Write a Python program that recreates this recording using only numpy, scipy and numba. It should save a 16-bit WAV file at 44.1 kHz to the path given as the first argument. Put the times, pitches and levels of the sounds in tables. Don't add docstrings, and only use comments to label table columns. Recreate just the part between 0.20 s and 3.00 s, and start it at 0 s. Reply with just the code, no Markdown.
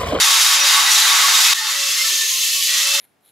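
import sys
import numpy as np
from scipy import signal
from scipy.fft import rfft, irfft, next_fast_len
from scipy.io import wavfile
from scipy.ndimage import map_coordinates
from numba import njit

SR = 44100
rng = np.random.default_rng(int(sys.argv[2]) if len(sys.argv) > 2 else 0)


def amplitude_ratio(level_db):
    exponent = np.asarray(level_db, float) / 20
    return 10 ** exponent


def to_wav(sig):
    pcm = np.clip(np.atleast_2d(sig), -1, 1) * 32767
    pcm = np.round(pcm).astype(np.int16)
    wavfile.write(sys.argv[1], SR, pcm.T)


N = 123479
SCENE_CHANGE_S = 1.340

# time in seconds, grinding level in dB, bite in dB.
CUTS = [
    [(0, -15, -9), (.1, -14, -11), (.26, -14.5, -13), (.44, -14.5, -9.5), (.59, -15, -8), (.81, -14, -12),
     (.93, -14, -8.5), (1.06, -15.5, -9), (1.335, -14, -12.5)],
    [(1.345, -23, -13.5), (1.49, -21, -11.5), (1.66, -20, -16.5), (1.84, -18.5, -19.5), (1.96, -19, -22),
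     (2.1, -19.5, -26), (2.44, -19, -30), (2.58, -17.5, -17), (2.8, -19, -15)],
]
# frequency in Hz, level in dB.
GRIT_COLOUR = [(1100, -53), (1640, -26), (1800, -11.5), (3300, -1.5), (7000, -3.5), (8500, -11),
               (12500, -13.5), (16000, -26)]
# centre in seconds, treble lift in dB (below 0 darkens),
# length in seconds.
PUSHES = [(0.11, 1, 0.088), (0.335, 0.5, 0.07), (0.423, -4, 0.12), (0.497, -2.5, 0.03), (0.737, 1.5, 0.14),
          (.9, 0.5, .08), (1.057, 0, .06), (1.213, 1.5, 0.23), (1.405, 1.5, .15), (1.843, 1, 0.13),
          (2.24, -0.5, .08), (2.5, -0.5, 0.11)]
# frequency in Hz, width in Hz, level in dB.
FIRST_RINGS = [(2568, 40, -8), (3412, 30, -7), (3570, 30, -5), (3724, 36, -3), (3775, 26, -5),
               (4080, 34, -7), (4250, 36, -9), (4802, 60, -6), (5318, 36, -8), (5860, 50, -8),
               (6360, 70, -8), (7000, 60, -12), (11600, 160, -20)]
# frequency in Hz, width in Hz, level in dB.
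SECOND_RINGS = [(2660, 90, -4), (3090, 60, -6), (3410, 50, -7), (3725, 45, -2), (4085, 40, -6),
                (4230, 50, -5), (4800, 80, -6), (5330, 60, -5), (6170, 45, -3), (6520, 45, -6),
                (6980, 45, -7), (7630, 50, -9), (10080, 300, -13), (11310, 200, -17)]
# centre in seconds, frequency in Hz, level in dB against the grinding, length in seconds.
FLARES = [(.2, 4810, -20, 0.23), (.21, 6220, -10, .08), (0.541, 3710, -4.5, 0.042),
          (0.676, 1975, -10, 0.061), (0.725, 5850, -10, .08), (0.834, 4010, -10, 0.15),
          (0.848, 1993, -9, 0.05), (1.048, 1112, -9, 0.044), (1.22, 5320, -13, 0.16),
          (1.257, 5930, -12, .14), (1.388, 1824, -6.5, 0.084), (1.436, 862, -16, 0.11),
          (1.466, 3660, -8.5, 0.32), (1.492, 1110, -14, 0.038), (1.54, 1964, -21, 0.4),
          (1.622, 990, -34, 0.073), (1.704, 6200, -12.5, 0.24), (1.784, 5350, -15, 0.25),
          (1.447, 4350, -12, 0.17), (1.617, 3490, -16.5, .15), (2.75, 3656, -9, 0.18),
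          (1.81, 2110, -9.5, 0.092), (1.852, 1320, -20.5, 0.13), (1.882, 1785, -14, 0.14),
          (2.01, 1777, -13, 0.19), (1.907, 970, -27, 0.079), (1.915, 5900, -5, .1), (1.967, 6030, -9, 0.12),
          (1.938, 393.4, -32, 0.068), (2.044, 395, -30, 0.084), (1.98, 6650, -11, 0.48),
          (2.004, 1068, -24, 0.093), (2.155, 1055, -26.5, 0.25), (2.095, 2110, -28, .14),
          (2.09, 6570, -6, 0.27), (2.115, 6300, -7, 0.33), (2.3, 1330, -34, 0.49),
          (2.386, 1110, -22.5, 0.096), (2.396, 3007, -12.5, .3), (2.39, 1803, -23.5, 0.53),
          (2.524, 1480, -27, .1), (2.57, 1930, -14.5, 0.26), (2.532, 2400, -19, 0.17),
          (0.102, 1118, -17.5, 0.11), (0.57, 1120, -13, 0.081), (0.917, 1150, -16, 0.054),
          (2.757, 883, -27, .08), (2.547, 6060, -14, 0.33), (2.74, 2642, -13, 0.3)]
# frequency in Hz, level in dB.
FIRST_LOWS = [(100, -42), (300, -29.5), (600, -21), (760, -8.5), (860, -4.5), (1130, -1.5), (2000, -1),
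              (4000, -7.5)]
# frequency in Hz, level in dB.
SECOND_LOWS = [(100, -47), (600, -33), (880, -13), (1130, -4), (1350, -5), (1580, -6.5), (1900, 0.5),
               (4000, -43)]
# frequency in Hz, width in Hz, level in dB.
SLEEVE_MODES = [(400, 30, -22), (875, 36, -5), (1127, 30, 0), (1273, 28, -2), (1600, 22, -3),
                (1780, 34, -4), (1971, 28, 1), (2120, 34, -3)]
# time in seconds, pitch in Hz, level in dB.
SQUEAL = [(0, 14170, -60), (.7, 14170, -54), (.78, 14170, -44), (.86, 14170, -51), (1.1, 14180, -42),
          (1.335, 14180, -41), (1.35, 14150, -60), (1.52, 14130, -60), (1.66, 14130, -46),
          (1.84, 14120, -50), (1.95, 14040, -38), (2.03, 13990, -45), (2.22, 13980, -47),
          (2.45, 14020, -51), (2.8, 14040, -60)]
# time in seconds, level in dB.
WHINE = [(0, -70), (.1, -44), (.26, -63), (.45, -37.5), (.56, -64), (.8, -56), (.93, -52), (1.1, -47.5),
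         (1.33, -82), (1.44, -72), (1.49, -57), (1.6, -44), (1.68, -49), (1.73, -60), (1.83, -48.5),
         (1.97, -58), (2.58, -54), (2.73, -41)]
# frequency in Hz, level in dB.
RUMBLE_COLOUR = [(20, -12), (150, -8), (300, -5.5), (450, -1.5), (700, -4), (1200, -27)]
# frequency in Hz, side level against mid in dB.
ROOM_WIDTH = [(60, -24), (130, -22), (250, -19), (400, -12.5), (700, -9.5), (2400, -8), (4400, -10),
              (11500, -10.5), (12800, -17)]


@njit
def svf(x, g, k):
    y, b, l = np.empty(len(x)), 0., 0.
    for i in range(len(x)):
        v = (b + g[i] * (x[i] - l)) / (1 + g[i] * (g[i] + k))
        b = 2 * v - b
        l = l + 2 * g[i] * v
        y[i] = k * v
    return y


def band(x, hz, width_hz, drift):
    return svf(x, np.tan(np.pi * hz / SR) * (1 + drift), 1. * width_hz / np.mean(hz))


def steep(x, hz, width_hz, drift):
    once = band(x, hz, 1.27 * width_hz, drift)
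    return band(once, hz, 1.27 * width_hz, drift)


def unit(x):
    return x / np.sqrt(np.mean(x ** 2))


def colour(x, table):
    hz, db = np.array(table, float).T
    n = next_fast_len(len(x), True)
    f = np.maximum(np.fft.rfftfreq(n, 1 / SR), 1)
    gain = amplitude_ratio(np.interp(np.log(f), np.log(hz), db))
    return irfft(rfft(x, n) * gain, n)[:len(x)]


def low_pass(order, hz):
    return signal.butter(order, hz, fs=SR, output="sos")


def treble_of(x, hz):
    return signal.sosfiltfilt(signal.butter(2, hz, "high", fs=SR, output="sos"), x)


def walk(rate):
    steps = rng.standard_normal(400)
    places = np.arange(N // 64 + 2) * 64 * min(rate, 100) / SR
    coarse = map_coordinates(steps, [places], mode="mirror")
    return np.interp(np.arange(N), np.arange(len(coarse)) * 64, coarse)


def bell(t, centre_s, length_s):
    return np.exp(-2 * ((t - centre_s) / (length_s / 2)) ** 2)


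def control(column):
    t = np.arange(N) / SR
    first, second = (np.interp(t, np.array(cut)[:, 0], np.array(cut)[:, column]) for cut in CUTS)
    return np.where(t < SCENE_CHANGE_S, first, second)


def grit():
    grains_per_s, spread_db, turn_hz, turn_depth = 26000, 1.8, 170, 0.08
    struck = rng.random(N) < grains_per_s / SR
    force = amplitude_ratio(-spread_db * np.log(1 - rng.random(N)))
    hits = struck * force * rng.choice([-1., 1.], N)
    turn = np.cumsum(turn_hz * (1 + 0.0331 * walk(2.4))) / SR
    pulse = 1 + turn_depth * np.cos(2 * np.pi * turn)
    return unit(hits) * pulse * amplitude_ratio(.5 * walk(9.34) + 0.55 * walk(70))


def hiss(grains):
    spark_hz, spark_db, spark_per_bite = 9800, -10, 1
    base = unit(colour(grains, GRIT_COLOUR))
    spark_gain = amplitude_ratio(spark_db - spark_per_bite * (control(2) + 19))
    return surge(base + spark_gain * treble_of(base, spark_hz), grains)


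def surge(x, grains):
    t = np.arange(N) / SR
    push_db = sum(db * bell(t, s, length) for s, db, length in PUSHES)
    gain = amplitude_ratio(.9 * walk(23.95) + push_db)
    sheen = unit(steep(grains, 9770, 280, np.zeros(N)))
    sheen_fade = 1 / (1 + np.exp((t - 0.98) / 0.042))
    return x + (gain - 1) * treble_of(x, 4500) + gain * amplitude_ratio(-18) * sheen * sheen_fade


def ring(grains, modes, patchy_db, rate):
    total = np.zeros(N)
    for hz, width_hz, db in modes:
        level = amplitude_ratio(db + patchy_db * walk(rate))
        total += level * steep(grains, hz, width_hz, 0.0022 * walk(3.79))
    return unit(total)


def rings(grains):
    ridge = amplitude_ratio(-12 + .8 * walk(20)) * unit(steep(grains, 3740, 110, 0.0013 * walk(6.9)))
    first = amplitude_ratio(-12.5) * ring(grains, FIRST_RINGS, patchy_db=6.5, rate=9.6) + ridge
    second = amplitude_ratio(-10.5) * ring(grains, SECOND_RINGS, patchy_db=2.5, rate=12)
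    return np.where(np.arange(N) / SR < SCENE_CHANGE_S, first, second)


def flares(grains):
    out, waver = np.zeros(N), .004 * walk(14)
    for s, hz, db, length in FLARES:
        i = np.arange(max(int((s - length) * SR), 0), min(int((s + length) * SR), N))
        width_hz = .021 * hz ** .8 * 1500 ** .2
        sung = unit(steep(grains[i], hz, width_hz, waver[i]))
        out[i] += amplitude_ratio(db) * bell(i / SR, s, length) * sung
    return out


def sleeve(grains):
    bite_top_hz, deep_hz, deep_per_bite = 3000, 970, 1
    dull = signal.sosfilt(low_pass(2, bite_top_hz), grains[::-1])
    first = np.arange(N) / SR < SCENE_CHANGE_S
    lows = np.where(first, unit(colour(dull, FIRST_LOWS)), unit(colour(dull, SECOND_LOWS)))
    lows = lows * amplitude_ratio(.6 * walk(11.9))
    body = amplitude_ratio(3) * lows + amplitude_ratio(-3.5) * ring(grains, SLEEVE_MODES, patchy_db=0.5, rate=8.64)
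    deep = signal.sosfiltfilt(low_pass(3, deep_hz), body)
    deep_gain = amplitude_ratio(deep_per_bite * np.minimum(control(2) + 11, 0))
    return amplitude_ratio(control(2)) * (body + (deep_gain - 1) * deep)


def squeal():
    t = np.arange(N) / SR
    when, hz, db = np.array(SQUEAL).T
    tone = band(rng.standard_normal(N), np.interp(t, when, hz), 110, .002 * walk(15))
    return unit(tone) * amplitude_ratio(np.interp(t, when, db) + 1.5 * walk(16))


def grinder():
    grains = grit()
    contact = amplitude_ratio(0.08) * hiss(grains) + rings(grains) + flares(grains) + sleeve(grains)
    return amplitude_ratio(control(1)) * contact + squeal()


def motor():
    armature_hz = 565.2 * (1 + .007 * walk(25))
    tone = np.sqrt(2) * np.sin(2 * np.pi * np.cumsum(armature_hz) / SR)
    whine_db = np.interp(np.arange(N) / SR, *np.array(WHINE).T) + 1.5 * walk(18)
    rumble_db = -60.5 + 0.43 * (control(1) + 28.0)
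    rumble = unit(colour(rng.standard_normal(N), RUMBLE_COLOUR))
    return tone * amplitude_ratio(whine_db) + amplitude_ratio(rumble_db) * rumble


def tiles(x):
    t60_s, first_echo_s = .3, .004
    t = np.arange(SR // 4) / SR
    tail = rng.standard_normal(len(t)) * amplitude_ratio(-60 * t / t60_s) * (t > first_echo_s)
    tail = tail / np.sqrt(np.sum(tail ** 2))
    before = np.concatenate([x[len(t):0:-1], x])
    return signal.fftconvolve(before, tail)[len(t):len(t) + N]


def scene():
    room_db, side_db, fade_out_s, fade_in_s = -12, 0.1, .006, .003
    t, gain = np.arange(N) / SR, amplitude_ratio(control(1))
    source = (grinder() + motor()) / gain
    mid = (source + amplitude_ratio(room_db) * tiles(source)) / np.hypot(1, amplitude_ratio(room_db))
    side = amplitude_ratio(side_db) * colour(tiles(source), ROOM_WIDTH)
    fade_out, fade_in = (SCENE_CHANGE_S - t) / fade_out_s, (t - SCENE_CHANGE_S) / fade_in_s
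    fade = np.clip(np.maximum(fade_out, fade_in), 0, 1)
    return gain * fade * np.array([mid + side, mid - side])


def top_cut(x):
    return signal.sosfilt(signal.butter(12, 15800, fs=SR, output="sos"), x)


def record(dry):
    ceiling, top_hz = .62, 15745
    room = 1 - ceiling
    over = np.maximum(np.abs(dry) - ceiling, 0)
    soft = dry - np.sign(dry) * (over - room / 2 * np.tanh(2 * over / room))
    mix = signal.sosfilt(signal.ellip(14, .3, 30, top_hz, fs=SR, output="sos"), soft)
    return top_cut(mix)


dry = scene()
out = record(dry)
to_wav(out)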